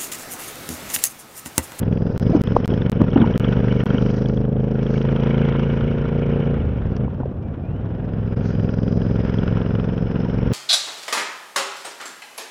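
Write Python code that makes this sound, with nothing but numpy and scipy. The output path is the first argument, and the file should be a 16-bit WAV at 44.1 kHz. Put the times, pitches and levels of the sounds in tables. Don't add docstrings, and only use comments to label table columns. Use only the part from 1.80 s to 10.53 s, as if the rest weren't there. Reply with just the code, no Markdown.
import sys
import numpy as np
from scipy import signal
from scipy.fft import rfft, irfft, next_fast_len
from scipy.io import wavfile
from scipy.ndimage import uniform_filter1d

SR = 44100
rng = np.random.default_rng(int(sys.argv[2]) if len(sys.argv) > 2 else 0)


def volts(x):
    e = np.asarray(x, float) / 20
    return 10 ** e


def master(y):
    cut = np.clip(np.atleast_2d(y).T, -1, 1)
    pcm = np.round(cut * 32767)
    wavfile.write(sys.argv[1], SR, pcm.astype(np.int16))


N = 384993

# [start_s, cycles_per_s]
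ENGINE_SPEED = [(0, 20.843), (.8, 22.466), (1.6, 24.169), (3.4, 27.466), (4.5, 28.912), (4.76, 28.36),
                (5.12, 19.104), (5.22, 26.897), (5.3, 18.426), (5.45, 17.748), (5.9, 17.648),
                (6.02, 21.573), (6.3, 21.603), (6.6, 21.167), (8.3, 22.235), (8.73, 23.345)]
# [start_s, exhaust_db, rasp_db]
RIDER = [(0, -24, -42), (.26, -22.5, -47.5), (.55, -23, -40.5), (1.24, -23.5, -40.5), (1.4, -21, -37),
         (2.15, -22.5, -38), (2.7, -25, -49), (3.55, -22.5, -35.5), (4.15, -26, -39), (4.6, -24.5, -39.5),
         (5.2, -26, -46), (5.55, -35.5, -52.5), (6.1, -33, -47), (6.7, -25, -43), (7.18, -23, -46.5),
         (7.45, -23.5, -38.5), (8.3, -25, -42.5), (8.73, -23.5, -39)]
# [start_s, pressure_at_cut, pressure_at_return]
LOST_PACKETS = [
    (.3779, .085, .07),
    (.6179, -.09, -.065),
    (.8579, -.065, -.11),
    (1.0979, .12, .1),
    (1.5779, -.135, -.095),
    (2.0379, .03, .04),
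]
PACKET_S = .02
USUAL_DB, USUAL_STRAIN_DB, USUAL_HZ = -22.5, -43, 23


def rms_one(x):
    return x / np.sqrt(np.mean(x ** 2) + 1e-20)


def in_time(rows):
    s, *columns = np.transpose(rows)
    return [np.interp(np.arange(N) / SR, s, c) for c in columns]


def swells(rows):
    t = np.arange(N) / SR
    return sum(volts(db) * np.exp(-.5 * ((t - s) / width) ** 2) for s, db, width in rows)


def noise():
    return rng.standard_normal(N)


def coloured(x, spectrum):
    size = next_fast_len(N)
    hz, db = np.transpose(spectrum)
    log_hz = np.log(np.arange(size // 2 + 1) * SR / size + 1)
    gain = volts(np.interp(log_hz, np.log(hz), db, -90, -90))
    return rms_one(irfft(rfft(x, size) * gain, size)[:N])


def drift(rate_hz):
    low_pass = signal.butter(2, rate_hz, fs=SR / 40, output="sos")
    slow = signal.sosfilt(low_pass, rng.standard_normal(N // 40 + 2002))
    settled = rms_one(slow[2000:])
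    return np.interp(np.arange(N) / 40, np.arange(len(settled)), settled)


def ring(clicks, hz, t60):
    r = volts(-60 / (t60 * SR))
    w = 2 * np.pi * hz / SR
    return signal.lfilter([0, np.sin(w)], [1, -2 * r * np.cos(w), r * r], clicks + 1e-18)


def puffs(clicks, echoes):
    ms = np.arange(-600, 601) / SR * 1000
    shape = sum(h * np.exp(-.5 * ((ms - at) / w) ** 2) for at, h, w in echoes)
    return signal.fftconvolve(clicks, shape, "same")


def revs():
    return in_time(ENGINE_SPEED)[0] - USUAL_HZ


def shut():
    # [start_s, end_s]
    closings = [
        (4.76, 5.12),
        (5.26, 5.7),
    ]
    t, snap_s = np.arange(N) / SR, 0.014
    return sum(np.clip((t - a) / snap_s, 0, 1) * np.clip((b - t) / snap_s, 0, 1) for a, b in closings)


def crank():
    # [start_s, frames_gained]
    buffer_slips = [(.44, 1), (.485, -1), (.785, 1), (.858, 1), (.915, 1), (.95, 1), (1.222, 2), (1.3, -1),
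                    (1.44, -2), (1.485, 1), (1.52, -1), (1.578, 2), (1.785, 1), (6.585, 1), (8.47, -1)]
    frame_s, start_cycles = .00725, .296
    gains = [(s, frames * frame_s) for s, frames in buffer_slips]
    gains += [(row[0], -PACKET_S) for row in LOST_PACKETS]
    jumps = np.zeros(N)
    for s, gained_s in gains:
        jumps[round(s * SR)] += gained_s * SR
    rate = in_time(ENGINE_SPEED)[0]
    return start_cycles + np.cumsum(rate * (1 + uniform_filter1d(jumps, size=40))) / SR


def once_a_cycle(cycles, at, spread_db, jitter_ms):
    marks = np.flatnonzero(np.diff(np.floor(cycles - at)) > 0)
    chance = rng.standard_normal((250, 2))[:len(marks)]
    moved = marks + (chance[:, 0] * jitter_ms * SR / 1000).astype(int)
    clicks = np.zeros(N)
    clicks[np.clip(moved, 0, N - 1)] = volts(spread_db * chance[:, 1])
    return clicks


def gate(cycles, marks, floor):
    height = floor
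    for at, width, h in marks:
        distance = (cycles - at + .5) % 1 - .5
        height = height + h * np.exp(-.5 * (distance / width) ** 2)
    return height


def wind():
    # [pitch_hz, level_db_per_hz]
    wind_colour = [(15, -28.5), (28, -12), (45, -4.5), (70, 2), (110, -8.5), (200, -40.5)]
    # [centre_s, peak_db, width_s]
    gusts = [
        (.7, -33.5, .15),
        (2.1, -32.5, .4),
        (3.2, -34, 0.18),
        (4.08, -17, 0.051),
        (4.9, -20.5, .3),
        (5.7, -24, 0.93),
        (7.56, -18, 0.24),
        (8.73, -15, 0.17),
    ]
    lumpy = noise() * volts(4.0 * drift(12))
    return volts(-10) * (volts(-41) + swells(gusts)) * coloured(lumpy, wind_colour)


def jolts():
    # [centre_s, peak_db, pitch_hz, rise_ms]
    knocks = [(.496, -8, 188, 1.2), (.507, -12.5, 193, 3), (.538, -18, 654, 4), (.537, -20, 322, 4),
              (0.552, -9, 286, 4.1), (.567, -8.5, 225, 1.2), (.576, -10, 237, 2.9), (.7659, -5, 790, 0.73),
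              (0.7658, -10, 1020, 0.96), (.765, -9, 470, 1.8), (.921, -12, 330, 1), (.93, -21, 695, 0.84),
              (1.207, -7, 234, 1.8), (1.2159, -1.5, 226, 1.4), (1.21, -20, 575, 5.2), (1.364, -3, 260, 3.1),
              (1.375, -13, 266, 1.66), (1.386, -11, 288, 5.6), (1.421, -8.5, 225, 13),
              (1.502, -27.5, 610, 2.2), (1.443, -19.5, 914, 1.6), (2.146, -18.5, 257, 8.4),
              (5.281, -27.5, 864, 0.64), (5.403, -14.5, 507, 1), (5.405, -16.5, 131, 7.8),
              (5.434, -25, 830, 0.65), (5.458, -21, 477, 2), (5.516, -21, 246, 1.5), (8.46, -28.5, 940, 3)]
    # [centre_s, peak_db, pitch_hz]
    rattles = [(0.4645, -29, 3420), (0.6737, -22.5, 3360), (.9178, -26, 3220), (.9378, -28, 3140),
               (1.0188, -25.5, 3520), (1.2128, -32, 3280), (1.317, -25, 3200), (1.3323, -26, 3100),
               (1.3588, -23, 2920), (1.4022, -30, 3500), (1.5404, -22, 3110), (1.5564, -26, 2800),
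               (1.6018, -21, 2940), (1.6432, -19.5, 3340), (1.6834, -20.5, 3060), (1.7255, -22, 3200),
               (1.7669, -26, 3000), (2.0015, -21.5, 2850), (2.1026, -28, 3116), (2.183, -20, 3030),
               (2.459, -26.5, 3360), (2.5745, -26.5, 3310), (3.067, -29, 3180), (3.651, -19.5, 3140),
               (7.217, -32.5, 2900), (7.5868, -22, 3300)]
    rattle_rise_ms, fall_per_rise = 0.82, 1.72
    scuff = volts(-11) * coloured(noise(), [(100, -22.5), (250, 5.0), (600, -9.5), (1100, -16.5), (1600, -27)])
    grain = volts(3.0 * drift(160))
    steps = np.arange(-2600, 2600)
    ms = steps / SR * 1000
    out = np.zeros(N)
    for s, db, hz, rise in list(knocks) + [(s, db - 9, hz, rattle_rise_ms) for s, db, hz in rattles]:
        at = round(s * SR) + steps
        width = np.where(ms < 0, rise, rise * fall_per_rise)
        swell = volts(db) * np.exp(-.5 * (ms / width) ** 2)
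        out[at] += swell * (grain[at] * np.cos(2 * np.pi * hz * ms / 1000) + scuff[at])
    return out


def chirp():
    # [time_s, pitch_hz, level_db]
    belt = [
        (5.6, 2500, -75),
        (5.64, 2360, -59),
        (5.72, 2240, -64),
        (5.81, 2150, -70),
        (5.845, 2450, -53),
        (5.885, 2520, -60),
        (5.9, 2750, -64),
        (5.99, 3040, -59),
        (6.02, 3100, -93),
    ]
    hz, db = in_time(belt)
    level = volts(db + 3 * drift(40))
    return level * np.sin(2 * np.pi * np.cumsum(hz + 35 * drift(60)) / SR)


def heat_shield(strain_db):
    # [pitch_hz, level_db_per_hz]
    shield_colour = [(1900, -31.5), (2150, -8.5), (2230, 2), (2320, -6.5), (2700, -12), (2950, -2.5),
                     (3100, -9), (3500, -27)]
    buzz_db = -60.5 + 1.58 * (strain_db - USUAL_STRAIN_DB) + 0.89 * revs()
    return volts(buzz_db + 4.2 * drift(28)) * coloured(noise(), shield_colour)


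def air_spits():
    # [centre_s, width_ms, level_db]
    spits = [
        (.55, 13, -54.5),
        (2.31, 9.3, -52.5),
        (2.37, 8.3, -53),
        (2.487, 1.5, -44),
        (2.546, 1.5, -54),
        (3.151, 50, -57),
        (5.167, 1.8, -46.5),
        (6.68, 36, -54.5),
    ]
    ms = np.arange(N) / SR * 1000
    level = sum(volts(db) * np.exp(-.5 * ((ms - 1000 * s) / width) ** 2) for s, width, db in spits)
    return level * coloured(noise(), [(3300, -25.5), (4000, -4.5), (5500, -2.0), (6600, -7.5), (7400, -32)])


def valve_gear(cycles):
    # [pitch_hz, level_db_per_hz]
    valve_colour = [(3500, -24), (3800, -3.5), (4500, -6.5), (4850, -2), (5050, -2), (5500, -1),
                    (6000, -5.5), (6600, -16.5), (7200, -29), (8000, -46.5)]
    # [time_s, level_db]
    sizzle = [(0, -71), (.5, -62), (1.19, -68), (2.3, -60.5), (2.5, -62), (2.67, -77.5), (3.1, -65),
              (3.7, -65), (4.76, -72), (5.69, -84), (6.42, -75.5), (6.73, -66), (7.27, -61.5), (8.05, -67),
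              (8.73, -64.5)]
    four_ticks = [(-.03, 0.13, 1.5), (.27, 0.052, 0.77), (.55, 0.049, 0.85), (.75, 0.044, 0.51)]
    ticks = gate(cycles, four_ticks, floor=0.6) * volts(3.1 * drift(40))
    sizzle_db = in_time(sizzle)[0]
    song_hz = np.minimum(5350 + 239 * revs(), 5620)
    fast_db = -3.1 * np.maximum(in_time(ENGINE_SPEED)[0] - 22.5, 0)
    closed_db = 6 * np.minimum(in_time(RIDER)[0] + 30.5, 0)
    song_level = volts(sizzle_db + 3.5 + fast_db + closed_db - 25 * shut())
    song = song_level * np.sqrt(ticks) * drift(150) * np.sin(2 * np.pi * np.cumsum(song_hz) / SR)
    return volts(sizzle_db + 3.5) * coloured(noise() * ticks, valve_colour) + song


def intake(cycles):
    level_db = -26.5 + 0.37 * revs()
    first = once_a_cycle(cycles, .345, spread_db=2.5, jitter_ms=0.32)
    second = once_a_cycle(cycles, -.43, spread_db=2.5, jitter_ms=0.32)
    gulp = [(1, 0.98, 1.91), (3, -0.48, 1.6), (4, -0.021, 4.0)]   # (ms, height, width ms)
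    return volts(level_db - 1.5) * rms_one(puffs(first + 0.23 * second, gulp))


def boom(cycles):
    # [centre_s, peak_db, width_s]
    overrun = [
        (4.84, -17.5, 0.034),
        (4.95, -26, 0.063),
        (5.07, -17.5, 0.025),
        (5.25, -24, 0.014),
    ]
    # [centre_s, peak_db, width_s]
    fifth_swells = [
        (5.2, -24.5, 0.029),
        (5.95, -37, 0.25),
        (6.5, -29, 0.34),
    ]
    third = swells(overrun) * volts(1.5 * drift(15)) * np.sin(2 * np.pi * (3 * cycles + .3))
    fifth = swells(fifth_swells) * np.sin(2 * np.pi * (5 * cycles + .62))
    return third + fifth


def rasp(cycles, level_db, throttle_db):
    # [pitch_hz, level_db_per_hz]
    rasp_colour = [(600, -19), (750, -9), (950, -0.5), (1150, -7.5), (1400, 0), (1750, -7), (1950, -10),
                   (2230, -15.5), (2500, -12), (3000, -16), (3400, -18), (3700, -23.5), (4500, -35.5)]
    # [pitch_hz, level_db_per_hz]
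    tick_colour = [(2300, -28.5), (2800, -4.5), (3250, 1.5), (3550, -8.5), (3900, -32)]
    blur_db = -3.5 * np.maximum(in_time(ENGINE_SPEED)[0] - 27, 0)
    bite_db = 2.2 * np.minimum(throttle_db - USUAL_DB + 1, 0)
    load = volts(3 + np.clip(bite_db + blur_db - 9 * shut(), -12, 0))
    crack = load * puffs(once_a_cycle(cycles, -0.041, spread_db=3.4, jitter_ms=0.29), [(0, 1.3, 1.8)])
    tear = gate(cycles, [(-.38, 0.093, 0.23), (.05, 0.14, .3)], floor=0.58) * volts(1.7 * drift(21))
    tick = volts(-16) * coloured(noise() * crack, tick_colour)
    return volts(level_db - 0.5) * (coloured(noise() * (crack + tear), rasp_colour) + tick)


def exhaust(cycles, level_db):
    # [after_firing_ms, height, width_ms]
    front_pipe = [
        (-1.5, 0.2, 0.68),
        (1.55, -0.47, 0.8),
        (4, 0.04, 0.7),
        (7.5, 0.061, 0.32),
        (8.5, -0.12, 1.8),
    ]
    # [after_firing_ms, height, width_ms]
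    rear_pipe = [
        (-1.3, 0.6, 0.62),
        (1.55, -0.4, 0.72),
        (5, 0.1, .9),
        (7, 0.02, 0.43),
        (-6, 0.05, 1),
    ]
    # [pitch_hz, level_db, fall_60db_s]
    pipe_ring = [
        (433.4, -21.5, 0.038),
        (464.6, -19, 0.071),
        (534, -27.5, 0.03),
        (640, -31, 0.012),
    ]
    # [pitch_hz, level_db_per_hz]
    flow_colour = [(29, -39), (50, -20.5), (86, -7.5), (108, -0.5), (744, -22.5), (908, -30), (945, -33.5),
                   (1200, -31), (1560, -80), (2640, -120)]
    front = once_a_cycle(cycles, -.372, spread_db=0.5, jitter_ms=0.11)
    rear = once_a_cycle(cycles, 0., spread_db=1.2, jitter_ms=0.14)
    rings = sum(volts(db) * ring(front + 0.77 * rear, hz, t60) for hz, db, t60 in pipe_ring)
    rings = puffs(rings, [(3.46, 0.043, 0.21)])
    ring_db = 0.27 + 0.65 * revs() + 0.5 * shut()
    clean = rms_one(puffs(front, front_pipe) + puffs(rear, rear_pipe) + volts(ring_db) * rings)
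    clean = clean * volts(-4 * shut())
    flow = noise() * gate(cycles, [(-.3, 0.089, 0.26), (.05, 0.092, 0.14)], floor=1.0)
    rough_db = -10.3 - .9 * (level_db - USUAL_DB)
    return volts(level_db + 4.5) * (clean + volts(rough_db) * coloured(flow, flow_colour))


def scene():
    exhaust_db, rasp_db = in_time(RIDER)
    cycles = crank()
    around = wind() + jolts() + chirp() + heat_shield(rasp_db) + air_spits()
    engine = valve_gear(cycles) + intake(cycles) + boom(cycles)
    pipes = rasp(cycles, rasp_db, exhaust_db) + exhaust(cycles, exhaust_db)
    return (around + engine + pipes)[None]


def roll_off(x):
    return signal.sosfilt(signal.butter(12, 15750, fs=SR, output="sos"), x)


def record(dry):
    # [start_s, length_ms, loop_ms]
    patched = [
        (.312, 12, 4),
        (.534, 12, 3),
        (.66, 13, 4),
        (.74, 10, 3.5),
        (.789, 12, 4),
    ]
    # [centre_s, width_ms, depth_db]
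    fades = [
        (5.293, 6.6, -7),
        (6.555, 7, -16.5),
    ]
    x = signal.sosfilt(signal.butter(3, 40, "high", fs=SR, output="sos"), dry[0])
    t = np.arange(N) / SR
    for s, ms, loop_ms in patched:
        at, loop, size = round(s * SR), round(loop_ms * SR / 1000), round(ms * SR / 1000)
        scrap = x[at - loop:at] + np.linspace(1, 0, loop) * (x[at] - x[at - loop])
        fade = signal.windows.tukey(size, .3)
        x[at:at + size] += fade * (np.resize(scrap - scrap.mean(), size) - x[at:at + size])
    ramp = signal.windows.hann(200)
    for s, before, after in LOST_PACKETS:
        cut, back = round(s * SR), round((s + PACKET_S) * SR)
        x[cut - 100:cut] += (1.3 * before - x[cut - 1]) * ramp[:100]
        x[back:back + 100] += (1.2 * after - x[back]) * ramp[100:]
        x[cut:back] *= .01
    for s, ms, db in fades:
        x *= volts(db * np.exp(-((t - s) * 1000 / ms) ** 4))
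    mix = np.clip(x + volts(-81.5) * noise(), -1, 1)[None]
    return roll_off(mix)


dry = scene()
out = record(dry)
master(out)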